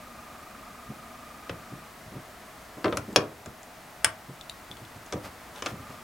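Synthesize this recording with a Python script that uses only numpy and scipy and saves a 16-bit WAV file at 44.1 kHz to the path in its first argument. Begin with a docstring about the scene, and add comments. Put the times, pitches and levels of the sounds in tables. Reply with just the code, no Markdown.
"""Locking pliers twist the steel shaft of a hinge in a plastic case on a wooden desk, in a quiet room.
A near camera hisses throughout; at first its focus motor pulses faintly. A hand bumps the case, then
the hinge knocks in it, exciting its modes and a thud of the desk. Near 3.2 s the pliers spring open and
the case bounces; they tick as they are shifted, and near 4 s snap shut with a crack and a steel ring.
More ticks, bumps and knocks follow, fingers rub with friction noise, and the motor runs again briefly."""
import sys
import numpy as np
from scipy import signal
from scipy.fft import rfft, irfft
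from scipy.io import wavfile
from scipy.ndimage import uniform_filter1d

SR = 44100
rng = np.random.default_rng(int(sys.argv[2]) if len(sys.argv) > 2 else 0)


def transcribe(u):
    """Save the signal u as a 16-bit wav file named by the first command-line argument.

    u: samples, shape (n,) or (channels, n), limited to [-1, 1]; the rate is SR.
    q: integer samples, one column per channel.
    """
    v = np.clip(np.atleast_2d(u).T, -1, 1)
    q = np.round(v * 32767).astype(np.int16)
    wavfile.write(sys.argv[1], SR, q)


N = 265923
T = np.arange(SR // 4) / SR  # time axis of one blow [s]
SEAT_HZ, SEAT_LAG_S = 125, .011  # a knock or snap pushes the case onto the desk, a moment later
# spectrum of the hinge striking plastic: (frequency [Hz], spectral level [dB])
CLACK_SPECTRUM = [(60, -22), (200, -6), (330, -2), (620, 0), (830, -7), (1180, 1), (1600, -3), (1950, -8),
                  (2400, -6), (3000, -12), (5000, -28), (16000, -52)]


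def gain_of(db):
    """Amplitude ratio of a level in decibels."""
    return np.exp(np.asarray(db) * (np.log(10) / 20))


def unit_rms(x):
    """Power normalisation: scales a signal to rms 1."""
    return x / np.sqrt(np.mean(x ** 2) + 1e-20)


def unit_blow(x):
    """Energy normalisation: scales a blow to the energy of 5 ms at full level."""
    return x * np.sqrt(SR / 200 / (np.sum(x ** 2) + 1e-20))


def curve_at(points, hz):
    """Interpolation of a table on a logarithmic frequency axis."""
    table_hz, values = np.transpose(points)
    return np.interp(np.log(hz + 1), np.log(table_hz + 1), values)


def place(mix, start_s, sound, left_db=0):
    """Level panning: adds a sound at start_s, left_db stronger on the left than on the right."""
    part = mix[:, round(start_s * SR):][:, :len(sound)]
    part += gain_of([[left_db / 2], [-left_db / 2]]) * sound[:part.shape[1]]


def colour(x, spectrum):
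    """Minimum-phase filtering: a causal response with the given spectrum."""
    size = 4096
    log_gain = np.log(gain_of(curve_at(spectrum, abs(np.fft.fftfreq(size, 1 / SR)))))
    taps = np.fft.ifft(np.exp(signal.hilbert(log_gain).conj())).real[:size // 2]
    return signal.oaconvolve(x, taps)[:len(x)]


def band(x, low_hz, high_hz, order=4):
    """Band limiting by a contact of finite hardness: gentle below, steep above."""
    x = signal.sosfilt(signal.butter(2, low_hz, "high", fs=SR, output="sos"), x)
    return signal.sosfilt(signal.butter(order, high_hz, fs=SR, output="sos"), x)


def resonate(x, hz, width_hz):
    """Second-order resonance, with Q equal to frequency over bandwidth."""
    return signal.lfilter(*signal.iirpeak(hz, hz / width_hz, SR), x)


def air(level_db=-48):
    """Stationary noise: the powers of room air, camera hiss and whirring resonances add."""
    # air and hiss: (frequency [Hz], relative spectral level [dB])
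    floor = [(20, -12), (40, -4), (60, 1), (90, -4), (160, -3), (250, -3), (430, -7), (650, -4), (900, -5),
             (1300, -5), (2000, -9), (3200, -15), (7000, -19), (15800, -23.3)]
    # whirring resonances: (frequency [Hz], half-width [Hz], rms level [dB])
    whirr = [(235, 45, -65), (635, 35, -60), (725, 28, -60.5), (835, 35, -67), (1060, 70, -66),
             (1260, 110, -63), (1950, 200, -64)]
    # likeness of the two channels: (frequency [Hz], coherence [0-1])
    likeness = [(60, 1.0), (130, 0.97), (290, 0.92), (640, 0.87), (1410, 0.81), (3100, 0.66), (6820, 0.84),
                (15000, 0.99)]
    hz = np.fft.rfftfreq(N, 1 / SR)
    power = (gain_of(level_db) * unit_rms(gain_of(curve_at(floor, hz)))) ** 2
    for centre_hz, width_hz, db in whirr:
        peak = 1 / (1 + ((hz - centre_hz) / width_hz) ** 2)
        power += (gain_of(db) * unit_rms(peak)) ** 2
    coherence = curve_at(likeness, hz)
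    mid, side = rfft(rng.standard_normal((2, N)))
    mid, side = mid * np.sqrt((1 + coherence) / 2), side * np.sqrt((1 - coherence) / 2)
    spectra = np.array([mid + side, mid - side]) * np.sqrt(power)
    return irfft(spectra, N) * gain_of([[.3], [-.3]])


def focus_motor(step_hz=25, first_step_s=.033, fade_s=.04):
    """Amplitude modulation: the motor's regular steps pulse the resonances of the lens barrel."""
    # barrel resonances: (frequency [Hz], bandwidth [Hz], rms level [dB], modulation depth [0-1])
    barrel = [(232, 35, -58, .2), (1222, 70, -52.5, .95), (2430, 170, -65.5, .85)]
    # runs of the motor: (start [s], end [s], gain [dB])
    runs = [(0, 1.85, 0), (5.68, 6.03, -1)]
    t = np.arange(N) / SR
    pulse = np.cos(2 * np.pi * step_hz * (t - first_step_s))
    out = np.zeros(N)
    for hz, width_hz, db, depth in barrel:
        narrow_noise = resonate(resonate(rng.standard_normal(N), hz, width_hz), hz, width_hz)
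        tone = np.cos(np.angle(signal.hilbert(narrow_noise)))  # steady amplitude, wandering phase
        out += gain_of(db) * unit_rms(tone * (1 + depth * pulse))
    running = sum(gain_of(db) * np.clip(1 + np.minimum(t - start, end - t) / fade_s, 0, 1)
                  for start, end, db in runs)
    return out * running


def chatter(decay_s):
    """Contact noise: a swarm of micro-impacts builds quickly and decays exponentially."""
    age = T / decay_s
    return rng.choice([-1., 1.], len(T)) * np.exp(-age) * (1 - np.exp(-3 * age))


def ring(modes, phase_spread):
    """Modal superposition: damped sinusoids of alternating sign, their phases scattered at random."""
    hz, db, t60 = np.transpose(modes)[:, :, None]
    sign = (-1) ** np.arange(len(hz))[:, None]
    phase = 2 * np.pi * hz * T + phase_spread * rng.standard_normal(hz.shape)
    return unit_blow((sign * gain_of(db - 60 * T / t60) * np.sin(phase)).sum(0))


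def desk_thud(hz, decay_s=.019):
    """Heavily damped response: the contact shuffles around its pitch and the desk top gives once."""
    shuffle = unit_blow(band(chatter(decay_s), hz * .72, hz * 1.7, order=3))
    flex = unit_blow(np.sin(2 * np.pi * hz * .82 * T) * T * np.exp(-T / (decay_s * .45)))
    return unit_blow(shuffle + gain_of(-1) * flex)


def case_boom(rise_s):
    """Free vibration: the modes of the case swell and ring, and its loose parts shudder along."""
    # modes of the plastic case on the desk: (frequency [Hz], level [dB], T60 [s])
    modes = [(190, -11, .2), (232, -7, .2), (298, -4, .14), (335, -6, .12), (399, -4, .17), (425, -4, .12),
             (465, -4, .11), (518, -3, .15), (572, -6, .13), (624, -6, .12), (689, -12, .14),
             (867, -17, .12), (958, -11, .18), (1034, -15, .18), (1160, -9, .17)]
    # loose parts: (frequency [Hz], spectral level [dB])
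    loose = [(40, -30), (170, -14), (300, -2), (450, 0), (620, -3), (800, -13), (1200, -16),
             (2500, -32), (8000, -65)]
    shudder = unit_blow(colour(chatter(decay_s=.021), loose))
    body = ring(modes, phase_spread=1.2) + gain_of(-1) * shudder
    return unit_blow(body * (1 - np.exp(-T / rise_s)))


def soft_bumps():
    """Soft impact: the force builds slowly, so only the low modes of desk and case answer."""
    # soft bumps on case and desk: the hands, and the case bouncing just after the pliers spring open:
    # (time [s], thud level [dB], thud pitch [Hz], boom level [dB])
    bumps = [(.89, -30.5, 155, -46), (1.718, -33, 155, -51), (2.062, -40, 120, -54), (2.119, -38, 245, -43),
             (2.15, -32, 160, -40), (2.767, -41, 150, -36), (3.079, -31, 265, -44), (3.12, -34, 255, -46),
             (3.219, -38, 130, -25), (4.286, -33, 165, -48), (4.699, -39, 150, -58), (4.811, -37, 135, -59),
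             (4.957, -39, 125, -58), (5.15, -33, 220, -32), (5.244, -39, 115, -40), (5.717, -31, 150, -47),
             (5.789, -36, 125, -52), (5.895, -39, 130, -49)]
    out = np.zeros((2, N))
    for s, thud_db, hz, boom_db in bumps:
        place(out, s, gain_of(thud_db) * desk_thud(hz) + gain_of(boom_db) * case_boom(rise_s=.008))
    return out


def hinge_knocks():
    """Impact on coupled bodies: a steel edge clacks on plastic, the case booms and the desk thuds."""
    # the hinge shifts in its seat: (time [s], clack level [dB], boom level [dB], thud level [dB],
    # edge level [dB], edge cutoff [Hz])
    knocks = [(1.4945, -29.5, -38, -31, -41, 6000), (2.8432, -25, -16.5, -28, -31.5, 5000),
              (2.856, -26, -21, -38, -40, 3600), (2.88, -33, -29, -46, -44, 3600),
              (2.9245, -28, -24, -31, -36, 4000), (2.971, -26, -30, -30, -30, 10000),
              (3.459, -41, -37, -34, -44, 8500), (5.124, -35, -26.5, -30, -35, 7000),
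              (5.133, -39, -33, -40, -43, 8000), (5.622, -31, -37, -44, -35.5, 6500),
              (5.66, -28, -48, -46, -32.5, 6300), (5.666, -28.5, -48, -46, -35, 6000)]
    out = np.zeros((2, N))
    for s, clack_db, boom_db, thud_db, edge_db, top_hz in knocks:
        edge = unit_blow(band(chatter(decay_s=.002), top_hz * .42, top_hz))
        clack = unit_blow(colour(chatter(decay_s=.0045), CLACK_SPECTRUM))
        place(out, s, gain_of(edge_db) * edge + gain_of(clack_db) * clack, left_db=1.4)
        place(out, s, gain_of(boom_db) * case_boom(rise_s=.002))
        place(out, s + SEAT_LAG_S, gain_of(thud_db) * desk_thud(SEAT_HZ))
    return out


def jaw_ticks():
    """Damped ringing: small steel parts touch, and the hand absorbs their cluster of modes."""
    # touches of jaws and linkage: (time [s], ring level [dB], ring pitch [Hz], click level [dB])
    ticks = [(3.128, -56, 7500, -55), (3.6311, -51, 7250, -53), (4.4114, -43, 3680, -48),
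             (4.4965, -37, 3950, -39.5), (4.714, -38.5, 3560, -52), (4.7696, -49, 3300, -52),
             (4.8509, -52, 3400, -58), (5.0624, -55, 6800, -54), (5.5608, -50, 3750, -55)]
    # steel on steel: (frequency [Hz], spectral level [dB])
    click_spectrum = [(100, -25), (1500, -6), (4000, 0), (7500, 0), (10000, -5), (12000, -13), (16000, -17)]
    out = np.zeros((2, N))
    for s, ring_db, hz, click_db in ticks:
        # (frequency [Hz], level [dB], T60 [s])
        modes = [(hz, 0, .016), (hz * .92, -3, .008), (hz * 1.09, -5, .008), (hz * .64, -11, .008)]
        tone = ring(modes, phase_spread=1)
        click = unit_blow(colour(chatter(decay_s=.0012), click_spectrum))
        place(out, s, gain_of(ring_db) * tone + gain_of(click_db) * click, left_db=2.5)
    return out


def plier_snaps():
    """Snap-through: the toggle goes over centre with a crack, a steel ring and a kick to the case."""
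    # opening and shutting: (time [s], ring level [dB], crack level [dB], crack decay [s],
    # boom level [dB], thud level [dB], rattle level [dB], left over right [dB])
    opening = (3.1604, -21, -10.3, .0018, -14.5, -24, -25, 2.2)
    shutting = (4.0451, -18, -12.6, .0015, -44, -34, -26, 3.2)
    # modes of the pliers, open and clamped on the shaft: (frequency [Hz], level [dB], T60 [s])
    open_modes = [(870, -9, .05), (1130, -3, .04), (1330, -7, .03), (1620, -8, .03), (2020, -12, .04),
                  (2420, 0, .018), (2750, -10, .015), (3150, -7, .025), (3330, -1, .02), (3950, -5, .018),
                  (4700, -4, .012), (5350, -3, .014), (5740, 0, .016), (6500, -9, .018), (6900, -9, .02),
                  (10150, -14, .02)]
    shut_modes = [(894, -12, .07), (1179, -8, .06), (1650, -4, .04), (1960, 0, .03), (2230, -3, .03),
                  (3020, -5, .025), (3280, -7, .04), (3850, -12, .025), (5170, -2, .022), (6180, -8, .02),
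                  (6900, -10, .02), (7800, -6, .02), (8450, -6, .025), (9000, -9, .02), (9550, -7, .02),
                  (10300, -8, .03), (10950, -11, .025)]
    # crack of each snap: (frequency [Hz], spectral level [dB])
    open_crack = [(40, -45), (180, -15), (350, -1), (600, 2), (800, -4), (1150, 1), (1930, -5), (2400, -1),
                  (3300, -1), (4300, -5), (5700, -1), (7000, -12), (8100, -21), (10200, -16), (11300, -27),
                  (16000, -30)]
    shut_crack = [(40, -40), (180, -21), (500, -8), (1340, -3), (1750, 2), (2150, 3), (2700, -7),
                  (3290, -3), (4520, -13), (5100, -4), (5800, -12), (9400, -4), (11100, -13), (12300, -21),
                  (16000, -22)]
    out = np.zeros((2, N))
    for snap, modes, spectrum in ((opening, open_modes, open_crack), (shutting, shut_modes, shut_crack)):
        s, ring_db, crack_db, decay_s, boom_db, thud_db, rattle_db, left_db = snap
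        steel = unit_blow(ring(modes, phase_spread=.8) * (1 - np.exp(-T / .0007)))
        crack = unit_blow(colour(chatter(decay_s), spectrum))
        place(out, s, gain_of(ring_db) * steel + gain_of(crack_db) * crack, left_db)
        rattle = unit_blow(band(colour(chatter(decay_s=.022), CLACK_SPECTRUM), 620, 9000))
        place(out, s, gain_of(boom_db) * case_boom(rise_s=.003) + gain_of(rattle_db) * rattle)
        place(out, s + SEAT_LAG_S, gain_of(thud_db) * desk_thud(SEAT_HZ))
    return out


def finger_rubbing(grain_db=2.5):
    """Stick-slip friction: skin catches in tiny grains whose noise follows the finger's pressure."""
    # strokes over hinge and cloth: (time of peak [s], level [dB], swell [s], fade [s])
    strokes = [(5.255, -41.5, .02, .022), (5.42, -55, .1, .1), (5.575, -44.5, .025, .035),
               (5.685, -42, .04, .035), (5.92, -52, .12, .1)]
    # friction noise: (frequency [Hz], spectral level [dB])
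    spectrum = [(60, -25), (300, -4), (700, -2), (1100, 0), (2000, -7), (3500, -11), (7000, -17),
                (16000, -25)]
    t = np.arange(N) / SR
    pressure = sum(gain_of(db) * np.exp(-((t - s) / np.where(t < s, swell_s, fade_s)) ** 2)
                   for s, db, swell_s, fade_s in strokes)
    noise = rng.standard_normal(N)
    roughness = unit_rms(uniform_filter1d(rng.standard_normal(N), size=60))
    grains = noise * gain_of(grain_db * roughness)
    return unit_rms(colour(grains, spectrum)) * pressure


def room(x, early_db=-8, early_decay_s=.007, late_db=-12, width=.65, wide_hz=1100):
    """Reflection and reverberation: desk and case return close echoes, the walls a short tail."""
    # reverberation time: (frequency [Hz], T60 [s])
    decay_times = [(100, .5), (300, .38), (700, .32), (2000, .25), (5000, .19), (10000, .16), (16000, .1)]
    # what the walls give back: (frequency [Hz], gain [dB])
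    walls = [(60, -2), (400, 1), (1100, 2), (2000, -1), (4000, -4.5), (8000, -4), (16000, -1)]
    mid, side = rng.standard_normal((2, len(T))) * (rng.random((2, len(T))) < .15)
    # long waves reach both channels alike
    side = width * signal.lfilter(*signal.butter(1, wide_hz, "high", fs=SR), side)
    taps = np.array([mid + side, mid - side])
    early = taps * (T > .0025) * np.exp(-T / early_decay_s)
    early = signal.lfilter(*signal.butter(1, 600, "high", fs=SR), early)  # small faces return little bass
    hz, t, spectra = signal.stft(taps[:, ::-1], SR, nperseg=256)
    decay = gain_of(-60 * t / curve_at(decay_times, hz)[:, None])
    late = signal.istft(spectra * decay, SR, nperseg=256)[1][:, :len(T)]
    late *= np.clip((T - .004) / .008, 0, 1)
    late = np.array([colour(channel, walls) for channel in late / np.linalg.norm(late[0])])
    echoes = gain_of(early_db) * early / np.linalg.norm(early[0]) + gain_of(late_db) * late
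    return x + signal.fftconvolve(x, echoes, axes=1)[:, :N]


def scene():
    """Superposition: the work on the desk sounds in the room, over the air and the camera's motor."""
    work = plier_snaps() + hinge_knocks() + jaw_ticks() + soft_bumps() + finger_rubbing()
    return room(work) + air() + focus_motor()


def record(dry, threshold_db=-17, slope=.26, recovery_db_per_s=2.5, ceiling=.95, cutoff_hz=16050):
    """Compression: the gain dips after loud snaps and creeps back; peaks round off; the top is cut."""
    power_db = 10 * np.log10(abs(uniform_filter1d((dry ** 2).mean(0), size=200)) + 1e-12)
    demand_db = slope * np.maximum(power_db - threshold_db, 0)
    recovery_db = np.arange(N) / SR * recovery_db_per_s
    dip_db = np.maximum.accumulate(demand_db + recovery_db) - recovery_db
    dip_db = signal.lfilter([1 / 1500], [1, 1 / 1500 - 1], dip_db)  # 34 ms attack
    compressed = dry / gain_of(dip_db)
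    rounded = compressed / (1 + (compressed / ceiling) ** 6) ** (1 / 6)
    low_pass = signal.firwin(511, cutoff_hz, window=("kaiser", 9), fs=SR)
    return signal.oaconvolve(rounded, low_pass[None], "same")


dry = scene()
out = record(dry)
transcribe(out)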